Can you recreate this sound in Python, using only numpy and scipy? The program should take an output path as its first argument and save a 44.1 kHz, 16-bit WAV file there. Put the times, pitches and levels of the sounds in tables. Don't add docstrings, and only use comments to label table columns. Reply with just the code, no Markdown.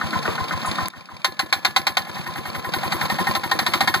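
import sys
import numpy as np
from scipy import signal
from scipy.fft import rfft, irfft, next_fast_len
from scipy.io import wavfile
from scipy.ndimage import map_coordinates

SR = 44100
rng = np.random.default_rng(int(sys.argv[2]) if len(sys.argv) > 2 else 0)


def output_pcm(signal):
    pcm = np.clip(np.atleast_2d(signal).T, -1, 1) * 32767
    wavfile.write(sys.argv[1], SR, np.round(pcm).astype(np.int16))


def rack_gain(trim_db):
    fader = np.asarray(trim_db, float)
    return 10 ** (fader / 20)


N = 176400

# (time [s], combustion knock [dB], piston clack [dB])
CRANKED = [
    (.011, -45, -24),
    (.129, -47, -25),
    (.252, -45, -23.5),
    (.378, -48, -26),
    (.5065, -47, -25),
    (.645, -46, -25),
    (.7827, -46, -24),
    (.9334, -60, -25.5),
    (1.0865, -60, -24),
]
# (time [s], combustion knock [dB], piston clack [dB])
FIRED = [(1.2447, -13.5, -22), (1.3923, -16, -16), (1.5255, -13.5, -20), (1.6483, -13, -18),
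         (1.762, -12, -20), (1.8678, -14, -24), (1.969, -14.5, -20), (2.0655, -50, -25), (2.163, -46, -25),
         (2.2599, -44, -24), (2.3556, -38, -25), (2.4519, -40, -24), (2.5465, -37, -24),
         (2.6425, -39, -23.5), (2.7358, -21, -19), (2.8305, -32, -23), (2.92, -21.5, -21),
         (3.0095, -26, -20.5), (3.097, -26, -21), (3.1832, -30, -23), (3.2676, -27, -21),
         (3.3505, -19.5, -26), (3.434, -27, -18), (3.5128, -17.5, -15), (3.589, -16.5, -15),
         (3.6637, -17.5, -16), (3.7355, -16.5, -14), (3.8059, -15.5, -14.5), (3.874, -16.5, -14.5),
         (3.9405, -15.5, -14)]
# (time [s], tick level [dB])
SEATS = [(0.0691, -34), (0.188, -31.5), (0.3115, -33), (0.44, -30), (0.5744, -32), (0.7125, -24),
         (0.8557, -24.5), (1.0069, -41.5), (1.1653, -37.5), (1.3206, -37.5), (1.4604, -41), (1.5899, -42),
         (1.7075, -36.5), (1.8154, -35), (1.9202, -38), (2.0192, -33.5), (2.1132, -37.5), (2.2117, -39),
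         (2.3068, -37.5), (2.4048, -39), (2.499, -34.5), (2.5929, -37), (2.6889, -32), (2.7843, -30),
         (2.8758, -31), (2.9656, -33), (3.0538, -28), (3.141, -33), (3.2249, -31), (3.3101, -27),
         (3.3942, -37), (3.4753, -35.5), (3.5504, -36.5), (3.6285, -42), (3.6993, -33.5), (3.7741, -38),
         (3.844, -45.5), (3.9095, -42), (3.9727, -36)]
# (time [s], tick level [dB])
LIFTS = [(0.1056, -30), (0.2263, -29), (0.3522, -32.5), (0.481, -29), (0.615, -31.5), (0.7548, -28),
         (0.9009, -39.5), (1.0548, -40.5), (1.2161, -42.5), (1.3675, -44), (1.5024, -42.5), (1.6275, -45),
         (1.7428, -53.5), (1.8508, -48.5), (1.9507, -42), (2.0483, -39.8), (2.1445, -39.0), (2.2407, -41.5),
         (2.3363, -33.5), (2.4343, -38.5), (2.5294, -41), (2.6244, -39.5), (2.7197, -37), (2.8117, -38),
         (2.9044, -38), (2.994, -40.5), (3.081, -39), (3.1678, -38.5), (3.2528, -35), (3.3366, -34),
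         (3.4177, -37.5), (3.4982, -38.0), (3.5749, -41.5), (3.652, -46), (3.7229, -37.5), (3.7925, -38.5),
         (3.8606, -42.5), (3.9285, -41.5), (3.9907, -41)]
# (time [s], gain [dB])
GAIN = [(0, 0), (.883, 0), (.886, -15), (1.24, -14), (1.6, -12), (2, -10.5), (2.5, -5), (3, -2),
        (3.36, -.5), (3.39, -7), (4, -5)]

COVER_MODES = [(1040, -1, .2), (790, -8, .15), (1330, -8, .15), (1720, -15, .4), (455, -9, .15),
               (168, -6, .09), (330, -2, .05)]
BLOCK_MODES = [(790, -3, .11), (1035, -1, .09), (1320, -4, .07), (1470, -5, .07), (1718, -19, .6),
               (1850, -5, .055), (2100, -1, .055), (2350, -3, .045), (2900, -6, .035), (3300, -6, .035),
               (3680, -2, .05), (4050, -3, .04), (4290, -1, .05), (4550, -4, .04)]
HEAD_COLD_MODES = [(1040, -4, .09), (1270, 0, .05), (1470, -1, .065), (1620, -6, .04), (1830, -3, .06),
                   (800, -5, .06), (2080, -6, .04), (1400, 8, .008)]
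HEAD_HOT_MODES = [(1040, -3, .075), (960, -3, .05), (790, -2, .07), (1330, -3, .05), (1850, 2, .06),
                  (1470, -6, .05), (2150, -3, .04), (1300, 9, .007)]
SKIRT_MODES = [(1038.4, -2, 0.121), (782, -14, 0.13), (1330, -21.5, 0.051), (958.8, -2.5, 0.055)]
PIPE_MODES = [(98, 0, .045), (168, -11, .07), (330, -8, .03)]
ROCKER_MODES = [(175, 0.5, 0.0418), (346.7, -3.5, 0.0334), (486.3, -2.5, 0.0394), (1036.2, -5, 0.0912),
                (1351, -11.5, 0.02)]
TAPPET_MODES = [(2350, 3, 0.0119), (3134, -8.5, 0.01), (3648, -1, 0.0168), (4298, 0, 0.0177),
                (4887, 0.5, 0.0116), (6920, -6, 0.003), (8630, -6.5, 0.00516), (12200, -16, 0.00226)]
BONK_MODES = [(458, 0, .27), (380, -1, .05), (2320, 2, .06), (1163, -5, .06), (1900, -1, .05),
              (620, -2, .03)]
LEAK_MODES = [(8582, -4.5, 0.0025), (9750, 2.5, 0.00131), (13300, 6.5, 0.00104)]

# (frequency [Hz], level [dB])
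WHIRR_SPECTRUM = [(40, -45.5), (150, 5.5), (350, -13), (1000, -6.5), (2800, -13.5), (4300, -16),
                  (7500, -28.5), (15000, -31.5)]
# (frequency [Hz], level [dB])
CRACK_SPECTRUM = [(150, -20), (450, -12), (750, -2), (2100, 0), (2900, -6), (4200, -2.2), (6500, -16),
                  (14500, -24)]
# (frequency [Hz], t60 [s])
BED_T60 = [(200, .2), (2000, .15), (10000, .09)]
# (frequency [Hz], level [dB])
SECOND_PORT = [(155, -27), (310, -10), (560, -4.5), (810, -13), (2150, -10), (2650, -41), (14000, -41)]
# (frequency [Hz], phase [rad])
WIDENER_PHASE = [(42, .05), (155, .55), (310, 1.15), (460, 1.45), (660, .45), (910, .32), (1320, .02)]
# (frequency [Hz], level [dB])
WIDENER_GAIN = [(210, -.1), (410, -2.4), (560, -7.5), (810, -.7), (1000, -.3), (1520, 0)]
# (frequency [Hz], level [dB])
MIC_BAND = [(25, -17), (50, -10), (85, 0), (14500, 0), (15250, -3), (15550, -24), (16750, -28),
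            (16850, -90)]

TEN_MS_NORM = np.sqrt(SR / 100)
SAME_BLOW, SAME_SEAT = .5, .9
MODE_SPREAD_S = .004
RATTLE_DB, RATTLE_SWING_DB = -33.5, 3.5
WHIRR_DB, WHIRR_SWING_DB = -27.5, 1.5
SWELL_AT_CYCLE, SPEED_DB_PER_OCTAVE = .245, 3.5
KNOCK_DB, CRACK_DB, CRACK_T60_S = -2.5, 2.5, .0838
CLACK_DB, CLACK_T60_S = 4, .022
REBOUND_COLD_CYCLE, REBOUND_HOT_CYCLE, REBOUND_DB = .18, .215, -26.5
EXHAUST_COLD_CYCLE, EXHAUST_FIRED_CYCLE, EXHAUST_S = .2993, .3445, .008
EXHAUST_DB, FIRING_DB = -32.5, 2.5
INTAKE_AFTER_CYCLE, INTAKE_DB, INTAKE_S = .37, -6.5, .023
SEAT_THUMP_DB, SEAT_TICK_DB, LIFT_TICK_DB, TICK_T60_S = -23, -2.5, -2.5, .0278
BONK_AT_S, BONK_DB = .278, -13
HISS_AT_S, HISS_DB, HISS_T60_S = .655, -31, .2
DUCK_AT_S, DUCK_CLICK_DB = .884, -29
PUFF_AT_CYCLE, PUFF_DB, PUFF_DB_PER_DB = .2406, -21.5, .238
LEAK_DB, LEAK_DB_PER_DB, LEAK_T60_S, LEAK_RISE_S = -22, .311, .1614, .0162
BED_DB = -12.5
WIDENER_LAG_S = 16 / SR


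def unit(x):
    return x / np.sqrt(np.mean(np.abs(x) ** 2) + 1e-20)


def along(points, hz):
    f, v = np.transpose(points)
    return np.interp(np.log(hz + 1), np.log(f + 1), v)


def filtered(x, response):
    m = next_fast_len(N + SR // 2)
    return irfft(rfft(x, m) * response(np.fft.rfftfreq(m, 1 / SR)), m)[..., :N]


def body(modes, spread_s=0):
    late_s = spread_s * rng.random(len(modes))
    top_hz = max(modes)[0]

    def response(f):
        h = 0
        for k, (hz, db, t60) in enumerate(modes):
            damping_hz = np.log(1000) / np.pi / t60
            delay = np.exp(-2j * np.pi * f * late_s[k])
            h = h + (-1) ** k * rack_gain(db) * 1j * f * delay / (hz * hz - f * f + 1j * f * damping_hz)
        return unit(h / (1 + (f / 2 / top_hz) ** 4))
    return response


def bursts(times, levels_db, t60, rise, same=0):
    t = np.arange(int(t60 * SR)) / SR
    out = np.zeros(N + SR)
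    shape = rack_gain(-60 * t / t60) * (1 - np.exp(-t / rise))
    common = rng.standard_normal(len(t))
    for s, db in zip(times, levels_db):
        fresh = rng.standard_normal(len(t))
        puff = shape * (same * common + np.sqrt(1 - same ** 2) * fresh)
        out[max(round(s * SR), 0):][:len(t)] += rack_gain(db) * puff / np.linalg.norm(puff) * TEN_MS_NORM
    return out[:N]


def wobble(rate_hz):
    points = rng.standard_normal(int(N * rate_hz / SR) + 4)
    return map_coordinates(points, [np.arange(N) * rate_hz / SR])


def room(x, t60s):
    hz, t, z = signal.stft(rng.standard_normal((2, SR // 4)), SR, nperseg=256)
    decay = rack_gain(-60 * t / along(t60s, hz)[:, None])
    tail = signal.istft(z * decay, SR, nperseg=256)[1]
    return signal.fftconvolve(x[None], tail / np.linalg.norm(tail[0]), axes=1)[:, :N]


def gain_db(s):
    return np.interp(s, *np.transpose(GAIN))


def crank():
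    s = np.array(CRANKED + FIRED)[:, 0]
    s = np.concatenate([[2 * s[0] - s[1]], s, [2 * s[-1] - s[-2]]])
    return s, np.interp(np.arange(N) / SR, s, np.arange(len(s)))


def cycle_s():
    s, _ = crank()
    return np.interp(np.arange(N) / SR, s[:-1], np.diff(s))


def covers():
    swell = np.cos(2 * np.pi * (crank()[1] - SWELL_AT_CYCLE))
    grains = rng.standard_normal(N) * rack_gain(4 * wobble(150) + 2.5 * wobble(14))
    rattle = unit(filtered(grains * rack_gain(RATTLE_SWING_DB * swell), body(COVER_MODES)))
    air = rng.standard_normal(N) * rack_gain(2.5 * wobble(90) + 1.2 * wobble(6))
    whirr = unit(filtered(air * rack_gain(WHIRR_SWING_DB * swell), lambda f: rack_gain(along(WHIRR_SPECTRUM, f))))
    speed_gain = rack_gain(-SPEED_DB_PER_OCTAVE * np.log2(10 * cycle_s()))
    return (rack_gain(RATTLE_DB) * rattle + rack_gain(WHIRR_DB) * whirr) * speed_gain


def combustion():
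    s, knock_db, _ = np.transpose(CRANKED + FIRED)
    knock_db = knock_db - gain_db(s) + KNOCK_DB
    blows = np.zeros(N)
    blows[np.round(s * SR).astype(int)] = rack_gain(knock_db) * TEN_MS_NORM
    roar = bursts(s, knock_db + CRACK_DB, CRACK_T60_S, .0004)
    crack = filtered(roar, lambda f: unit(rack_gain(along(CRACK_SPECTRUM, f))))
    return filtered(blows, body(BLOCK_MODES, MODE_SPREAD_S)) + crack


def piston():
    s, _, clack_db = np.transpose(CRANKED + FIRED)
    cold = len(CRANKED)
    clack = np.zeros(N)
    for part, modes in ((slice(cold), HEAD_COLD_MODES), (slice(cold, None), HEAD_HOT_MODES)):
        slaps = bursts(s[part], clack_db[part] + CLACK_DB, CLACK_T60_S, .0006, SAME_BLOW)
        clack += filtered(slaps, body(modes, MODE_SPREAD_S))
    after_cycle = np.where(np.arange(len(s)) < cold, REBOUND_COLD_CYCLE, REBOUND_HOT_CYCLE)
    rebound_s = s + after_cycle * np.gradient(s)
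    rebounds = bursts(rebound_s, REBOUND_DB + rng.standard_normal(len(s)), .03, .001, SAME_BLOW)
    return clack + filtered(rebounds, body(SKIRT_MODES))


def fired_cycles():
    s, knock_db, _ = np.transpose(FIRED)
    return s, knock_db - gain_db(s)


def exhaust():
    s, knock_db = fired_cycles()
    t = np.arange(N) / SR
    phase = crank()[1] % 1 - np.where(t < s[0], EXHAUST_COLD_CYCLE, EXHAUST_FIRED_CYCLE)
    hardness = np.interp(t, s, np.clip(knock_db / 10 + 1, 0, 1), left=.4)
    push = np.exp(-8 * (phase * cycle_s() / EXHAUST_S) ** 2)
    push = push * rack_gain(wobble(9) + FIRING_DB * hardness)
    pull = np.exp(-8 * ((phase - INTAKE_AFTER_CYCLE) * cycle_s() / INTAKE_S) ** 2) * rack_gain(INTAKE_DB)
    return rack_gain(EXHAUST_DB) * unit(filtered(push - pull, body(PIPE_MODES)))


def valves():
    (seat_s, seat_db), (lift_s, lift_db) = np.transpose(SEATS), np.transpose(LIFTS)
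    thump_db = SEAT_THUMP_DB + rng.standard_normal(len(seat_s))
    thumps = bursts(seat_s, thump_db, .004, .0003, SAME_SEAT)
    s = np.concatenate([seat_s, lift_s])
    tick_db = np.concatenate([seat_db + SEAT_TICK_DB, lift_db + LIFT_TICK_DB]) - gain_db(s)
    ticks = bursts(s, tick_db, TICK_T60_S, .0005)
    return filtered(thumps, body(ROCKER_MODES)) + filtered(ticks, body(TAPPET_MODES))


def loose_parts():
    bonk = bursts([BONK_AT_S], [BONK_DB], t60=.006, rise=.0005)
    hiss = bursts([HISS_AT_S], [HISS_DB], HISS_T60_S, rise=.006)
    hiss_body = body([(9600, 0, .0015), (6800, -6, .002)])
    return filtered(bonk, body(BONK_MODES)) + filtered(hiss, hiss_body)


def duck_click():
    return bursts([DUCK_AT_S], [DUCK_CLICK_DB], t60=.002, rise=.0001)


def gasket():
    s, knock_db = fired_cycles()
    puff_s = s + PUFF_AT_CYCLE * np.gradient(s)
    puff = bursts(puff_s, PUFF_DB + PUFF_DB_PER_DB * knock_db, .03, .004, SAME_BLOW)
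    leak = bursts(s, LEAK_DB + LEAK_DB_PER_DB * knock_db, LEAK_T60_S, LEAK_RISE_S)
    puff_body = body([(361, -1.5, .0485), (183.6, -4, .0422)])
    return filtered(puff, puff_body) + filtered(leak, body(LEAK_MODES))


def scene():
    engine = covers() + combustion() + piston() + exhaust() + valves() + loose_parts() + gasket()
    near = engine + rack_gain(BED_DB) * room(engine, BED_T60)[0]
    scattered = room(engine, [(200, .03), (9000, .015)])[0]
    return np.array([near, filtered(scattered, lambda f: rack_gain(along(SECOND_PORT, f)))])


def low_pass(x):
    return signal.sosfilt(signal.butter(12, 16810, fs=SR, output="sos"), x)


def record(dry):
    near, own = dry * rack_gain(gain_db(np.arange(N) / SR))
    near = near + duck_click()

    def widener(f):
        phase = 2 * np.pi * f * WIDENER_LAG_S + along(WIDENER_PHASE, f)
        return rack_gain(along(WIDENER_GAIN, f)) * np.exp(-1j * phase)
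    right = own - filtered(near, widener)
    mix = filtered(np.array([near, right]), lambda f: rack_gain(along(MIC_BAND, f)))
    return low_pass(mix)


dry = scene()
out = record(dry)
output_pcm(out)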